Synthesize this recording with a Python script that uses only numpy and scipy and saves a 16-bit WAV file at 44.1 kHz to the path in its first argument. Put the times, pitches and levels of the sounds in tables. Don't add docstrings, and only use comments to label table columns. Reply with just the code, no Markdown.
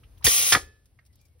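import sys
import numpy as np
from scipy import signal
from scipy.fft import rfft, irfft
from scipy.io import wavfile

SR = 44100
rng = np.random.default_rng(int(sys.argv[2]) if len(sys.argv) > 2 else 0)


def amp(db):
    return 10 ** (np.asarray(db, float) / 20)


def write(x):
    x = np.atleast_2d(x).T
    wavfile.write(sys.argv[1], SR, np.round(np.clip(x, -1, 1) * 32767).astype(np.int16))


N = 61739
T = np.arange(N) / SR
DUCK_S = .68


def read(table, hz):
    f, v = np.array(table, float).T
    return np.interp(np.log(np.maximum(hz, 1)), np.log(f), v)


def unit(x):
    return x / np.sqrt(np.mean(x ** 2))


def coloured(table):
    hz = np.arange(N // 2 + 1) * SR / N
    white = rng.standard_normal((2, N))
    return unit(irfft(rfft(white) * amp(read(table, hz)), N))


def band(x, hz, width):
    return signal.lfilter(*signal.iirpeak(hz, hz / width, fs=SR), x)


def walk(rate_hz):
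    return unit(signal.lfilter(*signal.butter(2, rate_hz, fs=SR), rng.standard_normal(N)))


def ring(hits, modes):
    focus_db = 12.5
    rise_ms, level_scatter_db, phase_scatter_rad = 0.54, 1.5, .4
    out = np.zeros(N)
    luck = rng.standard_normal((len(hits), 2, 16))
    for (s, db, contact_ms, focus_hz), row in zip(hits, luck):
        t = np.maximum(T - s, 0)
        rise = np.minimum(t * 1000 / rise_ms, 1)
        for (hz, mode_db, t60), r, turn in zip(modes, *row):
            favour = amp(-focus_db * np.log2(hz / focus_hz) ** 2)
            soft = favour / (1 + (hz * contact_ms / 700) ** 2)
            decay = amp(db + mode_db + level_scatter_db * r - 60 * t / t60)
            out += decay * soft * np.sin(2 * np.pi * hz * t + phase_scatter_rad * turn) * rise
    return out


# frequency in Hz, level in dB per Hz.
TRAFFIC = [(25, -24.5), (45, -3.5), (75, 0.5), (105, -4), (170, -20), (500, -28.5), (1300, -39),
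           (2300, -39.5), (5300, -44.5), (9000, -69)]


def yard():
    rumble_db, hiss_db, duck_db = -60, -73, 7
    hiss = amp(hiss_db + 0.5 * walk(21)) * band(rng.standard_normal((2, N)), 11000, 7200)
    far = coloured(TRAFFIC) * amp(rumble_db + 1.1 * walk(2.3)) + hiss
    return far * amp(duck_db / (1 + np.exp((T - DUCK_S) / 0.022)))


# start in seconds, level in dB, contact in ms, favoured Hz.
SETTLING = [
    (.0318, -61.5, .15, 2700),
    (.0325, -57.5, .2, 1500),
    (.9892, -53.5, .15, 1900),
    (.991, -62, 0.34, 813),
    (.9935, -57.5, .15, 2200),
    (1.3935, -70, .2, 1950),
]
# frequency in Hz, level in dB, t60 in seconds.
SHELL_MODES = [(646, -5.5, .04), (1290, -1, 0.049), (1620, 0.5, 0.022), (1900, 3, 0.035), (2120, 0, 0.04),
               (2700, -7.5, 0.038)]


def settling_taps():
    return ring(SETTLING, SHELL_MODES)


def burst(noise, s, db, hz, length, spread):
    t = T - s
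    shape = (t > 0) * np.clip(t / 0.00057, 0, 1) * amp(db - 20 * np.abs(t) / length)
    return band(noise * shape, hz, spread * hz)


# start in seconds, level in dB, centre in Hz, length
# in seconds.
CREAK_EVENTS = [(.036, -45.5, 2738, 0.029), (.083, -64, 636, 0.0037), (.174, -53, 3300, 0.025),
                (.176, -53.5, 1500, .025), (.207, -42.5, 990.7, 0.084), (.2235, -35, 1870, 0.015),
                (.225, -43.5, 807, .02), (.226, -45, 4586, 0.033), (.236, -37.5, 3746, 0.018),
                (1.0, -55, 1699, 0.072), (.99, -56, 4300, .02), (.58, -29.5, 405.2, 0.16),
                (.6, -44, 227.6, 0.31), (1.13, -60.5, 4726, 0.083), (1.19, -59.5, 5200, 0.079),
                (1.17, -63.5, 3783, .15), (1.252, -60, 5255, .03)]


def creaks():
    noise, out = rng.standard_normal((2, N)), 0
    for s, db, hz, length in CREAK_EVENTS:
        rub = burst(noise, s, db, hz, length, .6)
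        rub = band(rub, hz, .6 * hz)
        out = out + band(rub, hz, hz)
    return out


# start in seconds, level in dB, centre in Hz, length in seconds.
GRIT = [(.18, -58, 12000, 0.028), (0.212, -58.5, 8900, 0.0081), (0.856, -55.5, 6615, 0.02104),
        (1.051, -59, 8116, 0.018), (1.062, -55, 8500, .02), (1.127, -63.5, 9000, .03),
        (1.156, -53, 11000, 0.008), (1.213, -57, 9080, .015), (1.252, -60, 8500, 0.026),
        (1.283, -66, 10000, .015), (1.386, -62.5, 10930, .006), (1.395, -61, 5500, 0.0049)]


def ticks():
    noise = rng.standard_normal((2, N))
    return sum(burst(noise, s, db, hz, length, 1.1) for s, db, hz, length in GRIT)


# time in seconds, flow level in dB.
AIR_FLOW = [
    (0.224, -71.5),
    (0.243, -69.5),
    (0.243, -25.5),
    (0.245, -16.5),
    (0.255, -12.5),
    (0.285, -16.5),
    (.292, -18.5),
    (.52, -21),
    (0.539, -21),
    (0.56, -46),
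]
# frequency in Hz, level in dB per Hz.
AIR_HISS = [(150, -26), (500, -20.5), (1600, -21.5), (2000, -4.5), (4300, -9.5), (6300, -0.5),
            (13500, -12.5), (16000, -6)]
# frequency in Hz, width in Hz, level in dB.
NOZZLE_MODES = [(546.3, 23, 3), (770.4, 90, 2.5), (1155, 69, 10.5), (1430, 120, 8), (2500, 150, -13.5),
                (3246, 140, 0.5), (5660, 160, -14.5), (10200, 1600, -2), (13000, 710, 11), (3910, 62, 2),
                (5260, 13, -4.5), (9660, 60, 1.5), (10200, 210, -2), (10860, 40, -0.5)]


def jet():
    hiss = coloured(AIR_HISS)
    tones = sum(amp(db) * band(hiss, hz, w) * amp(2 * walk(27)) for hz, w, db in NOZZLE_MODES)
    s, db = np.array(AIR_FLOW).T
    flow_db = np.interp(T, s, db, left=-120, right=-120)
    return unit(hiss + tones) * amp(flow_db + 1 * walk(146))


# start in seconds, level in dB, start pitch in Hz, end pitch in Hz, length in seconds.
JOLTS = [
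    (0.2433, -23.5, 252.6, 45.1, 0.033),
    (0.266, -28, 193, 58.3, 0.023),
    (0.526, -31, 199, 78.13, 0.029),
    (0.557, -27, 242.2, 98.4, 0.02),
]


def thumps():
    out = np.zeros(N)
    for s, db, from_hz, to_hz, length in JOLTS:
        u = np.maximum(T - s, 0) / length
        hz = to_hz + (from_hz - to_hz) * np.exp(-u / 0.29)
        swell = amp(db) * np.sin(np.pi * np.minimum(u, 1))
        out -= swell * np.sin(2 * np.pi * np.cumsum(hz * (u > 0)) / SR)
    return out


# start in seconds, level in dB, contact in ms, favoured Hz.
VALVE_HITS = [
    (.2671, -12, 0.073, 3800),
    (.2669, -21, .1, 1600),
    (.2735, -26, .1, 1900),
    (.2785, -22, .08, 4000),
]
# frequency in Hz, level in dB, t60 in seconds.
VALVE_MODES = [(1045, -4.5, 0.045), (1872, 13, .025), (2810, -7.5, .015), (3560, 12, 0.0068),
               (4600, 4, 0.029)]


def valve_clacks():
    return ring(VALVE_HITS, VALVE_MODES)


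# start in seconds, level in dB, contact in ms, favoured Hz.
BASE_KNOCKS = [
    (.2685, -28.5, 0.31, 455),
    (.2768, -20, 0.78, 420),
    (.5245, -25.5, 0.65, 450),
    (.5575, -22.5, 0.72, 328),
    (.565, -34.5, .6, 628),
    (.572, -21.5, 0.65, 460),
]
# frequency in Hz, level in dB, t60 in seconds.
PLATE_MODES = [(322, -4, 0.03), (460, -2, 0.04), (640, -8, 0.015), (390, -22, 0.09), (172, -19, 0.12)]


def plate_knocks():
    return ring(BASE_KNOCKS, PLATE_MODES)


# start in seconds, level in dB, contact in ms, favoured Hz.
PISTON_BLOWS = [(.5229, -6, 0.45, 1600), (.5268, -9, 0.46, 1600), (.5302, -12, 0.088, 2300),
                (.5325, -15.5, 0.26, 1500), (.5352, -5, 0.67, 1800), (.5408, -18, .3, 1700),
                (.5445, -21.5, 0.44, 1500), (.5488, -8, .4, 950), (.5496, -2.5, 0.4, 1750),
                (.5545, -10, .4, 1350), (.5585, -14.5, 0.68, 1900), (.5625, -16.5, 0.49, 1800),
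                (.566, -14.5, 0.76, 1250), (.570, -23.5, .5, 1250), (.5745, -25.5, 0.75, 898.5),
                (.580, -28, .4, 2300)]
# frequency in Hz, level in dB, t60 in seconds.
BALL_MODES = [(802, -8, 0.03), (930, -5, 0.02), (1253, 0, 0.017), (1424, -5.5, 0.032), (1702, 6, 0.02),
              (1910, 1, 0.031), (2286, 1, 0.026), (2610, -15, 0.017)]


def ball_blows():
    return ring(PISTON_BLOWS, BALL_MODES)


# frequency in Hz, level in dB per Hz.
CHATTER = [(300, -37.5), (800, -19.5), (1500, -9.5), (3500, -4.5), (6000, 0.5), (10000, -3), (15000, -27)]


def rattle():
    start_s, length_s, level_db, scatter_db = .5235, .016, -15, 3.5
    t = T - start_s
    shape = (t > 0) * amp(-6 * t / length_s - 2500 * np.maximum(t - length_s, 0))
    return coloured(CHATTER) * shape * amp(level_db + scatter_db * walk(490))


# start in seconds, level in dB, contact in ms, favoured Hz.
PISTON_CLINKS = [
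    (.5236, -11, .08, 3150),
    (.5242, -7.5, .08, 5300),
    (.5308, -12.5, .08, 4800),
    (.5348, -16, .08, 5700),
    (.5362, -18, .08, 3650),
    (.552, -16, .08, 3750),
]
# frequency in Hz, level in dB, t60 in seconds.
STEEL_MODES = [(3270, 1, .018), (3560, -6, .025), (4240, -8, .022), (5180, 0, .02), (5940, -5, .03)]


def steel_clinks():
    return ring(PISTON_CLINKS, STEEL_MODES)


# frequency in Hz, level in dB, t60 in seconds.
TUBE_MODES = [(1733, -45, .8), (2290, -44, .15), (2570, -56, .6), (3760, -50, .16), (4290, -48, .25)]


def tube():
    start_s, rise_s, beat_hz = .55, .03, 1.5
    t = np.maximum(T - start_s, 0)
    swell = np.minimum(t / rise_s, 1) * np.cos(np.pi * np.minimum(beat_hz * t, .5))
    return swell * sum(amp(db - 60 * t / t60) * np.sin(2 * np.pi * hz * t) for hz, db, t60 in TUBE_MODES)


# start in seconds, length in seconds, pitch in Hz, level in dB.
WHISTLES = [
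    (1.185, .1, 2400, -72),
    (1.275, .09, 2250, -82),
    (1.06, .1, 2040, -82),
]
# start in seconds, length in seconds, pitch in Hz, level in dB.
LOW_NOTE = (1.345, .045, 490, -68)


def bird():
    sag_hz_per_s = 800
    out, waver_rad = np.zeros(N), .8 * walk(50)
    for s, length, hz, db in WHISTLES:
        t = np.clip(T - s, 0, length)
        cycles = (hz - sag_hz_per_s * t / 2) * t
        out += amp(db) * np.sin(np.pi * t / length) * np.sin(2 * np.pi * cycles + waver_rad)
    s, length, hz, db = LOW_NOTE
    t = np.clip(T - s, 0, length)
    note = amp(db) * np.sin(np.pi * t / length) * np.sin(2 * np.pi * hz * t + waver_rad)
    return out * amp(2 + 2.5 * walk(60)) + note


def room(x):
    t = T[:SR // 2]
    noise = rng.standard_normal((2, len(t))) * (t > .002) / np.sqrt(SR * 0.006)
    dull = signal.lfilter(*signal.butter(1, 4000, fs=SR), noise)
    early = noise * amp(-8.5 - 60 * t / 0.18)
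    late = dull * amp(-40.5 - 60 * t / 0.69)
    return signal.fftconvolve(x[None], early + late, axes=1)[:, :N]


def ports(pair, lead, alike, balance):
    hz = np.arange(N // 2 + 1) * SR / N
    c = 1 - (1 - np.clip(alike, 0, 1)) * np.minimum(hz / 600, 1)
    mid = rfft(pair[0]) * np.sqrt((1 + c) / 2)
    side = rfft(pair[1]) * np.sqrt((1 - c) / 2)
    f, rad = np.array(lead, float).T
    turn = np.exp(.5j * np.interp(hz, f, rad)) * amp(read(balance, hz) / 2)
    return np.array([irfft((mid + side) * turn, N), irfft((mid - side) / turn, N)])


# frequency in Hz, left port's lead in radians.
AIR_PHASE = [(30, 0), (1500, 3.1), (3500, 6.6), (4500, 7.2), (7500, 9.4), (10400, 12.6), (13700, 15.7),
             (16000, 18.9)]
HIT_PHASE = [(30, 0), (1900, -.5), (3400, 0), (4500, .9), (7500, 3.1), (10400, 6.3), (13700, 9.4),
             (16000, 12.6)]
# frequency in Hz, left minus right in dB.
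AIR_BALANCE = [(60, -1), (200, -0.5), (400, 8), (700, 9), (1400, 6.5), (2400, -0.5), (4000, 9),
               (7000, -1.5)]
HIT_BALANCE = [(60, -2.5), (200, 9), (400, 4), (700, 13.5), (1300, 3), (2400, -10.5), (4400, -7.5),
               (8000, 0)]
YARD_BALANCE = [(60, 2.5), (200, 1), (700, 3), (1300, 1), (2400, -2.5), (4400, 0.5)]


def scene():
    around = yard() + creaks() + ticks() + bird()
    air, chatter = jet(), rattle()
    hits = valve_clacks() + plate_knocks() + ball_blows() + steel_clinks()
    rung = hits + tube() + settling_taps()
    rushing = air + chatter + room(air[0] + chatter[0])
    struck = np.array([rung + thumps(), rung * 0.09]) + amp(-11.5) * room(hits)
    close = ports(rushing, AIR_PHASE, .75, AIR_BALANCE) + ports(struck, HIT_PHASE, 0.64, HIT_BALANCE)
    return close + ports(around, HIT_PHASE, .35, YARD_BALANCE)


# start in seconds, end
# in seconds.
SPARED = [(.24, .25), (1.15, 1.165), (1.2, 1.275)]


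def gaps(x, bands):
    wander_hz, quiet_shift_hz = 110, -400
    hz, s, z = signal.stft(x, SR, nperseg=1024)
    hz = hz[:, None]
    luck = rng.standard_normal((len(s), len(bands), 2))
    luck = np.repeat(luck, 4, axis=0)[:len(s)]
    spared = sum((s > a) & (s < b) for a, b in SPARED) > 0
    for k, (lo, hi) in enumerate(bands):
        edge = wander_hz * luck[:, k].T + quiet_shift_hz * (s > DUCK_S) * (k == 0)
        inside = (hz > lo + edge[0]) & (hz < hi + edge[1])
        z = z * ~(inside & ~(spared & (hz < 16600)))
    return signal.istft(z, SR, nperseg=1024)[1][:N]


# low edge in Hz, high edge in Hz.
MID_HOLES = [(6600, 8650), (12550, 15150), (15750, 22050)]
SIDE_HOLES = [(9600, 11600), (14500, 15250), (15400, 22050)]


def thinned(x):
    mid = gaps((x[0] + x[1]) / 2, MID_HOLES)
    side = gaps((x[0] - x[1]) / 2, SIDE_HOLES)
    return np.array([mid + side, mid - side])


def low_pass(x):
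    return signal.sosfilt(signal.butter(12, 17070, fs=SR, output="sos"), x)


def record(dry):
    cut = signal.lfilter(*signal.butter(4, 32, "high", fs=SR), dry)
    return low_pass(thinned(np.tanh(cut)))


dry = scene()
out = record(dry)
write(out)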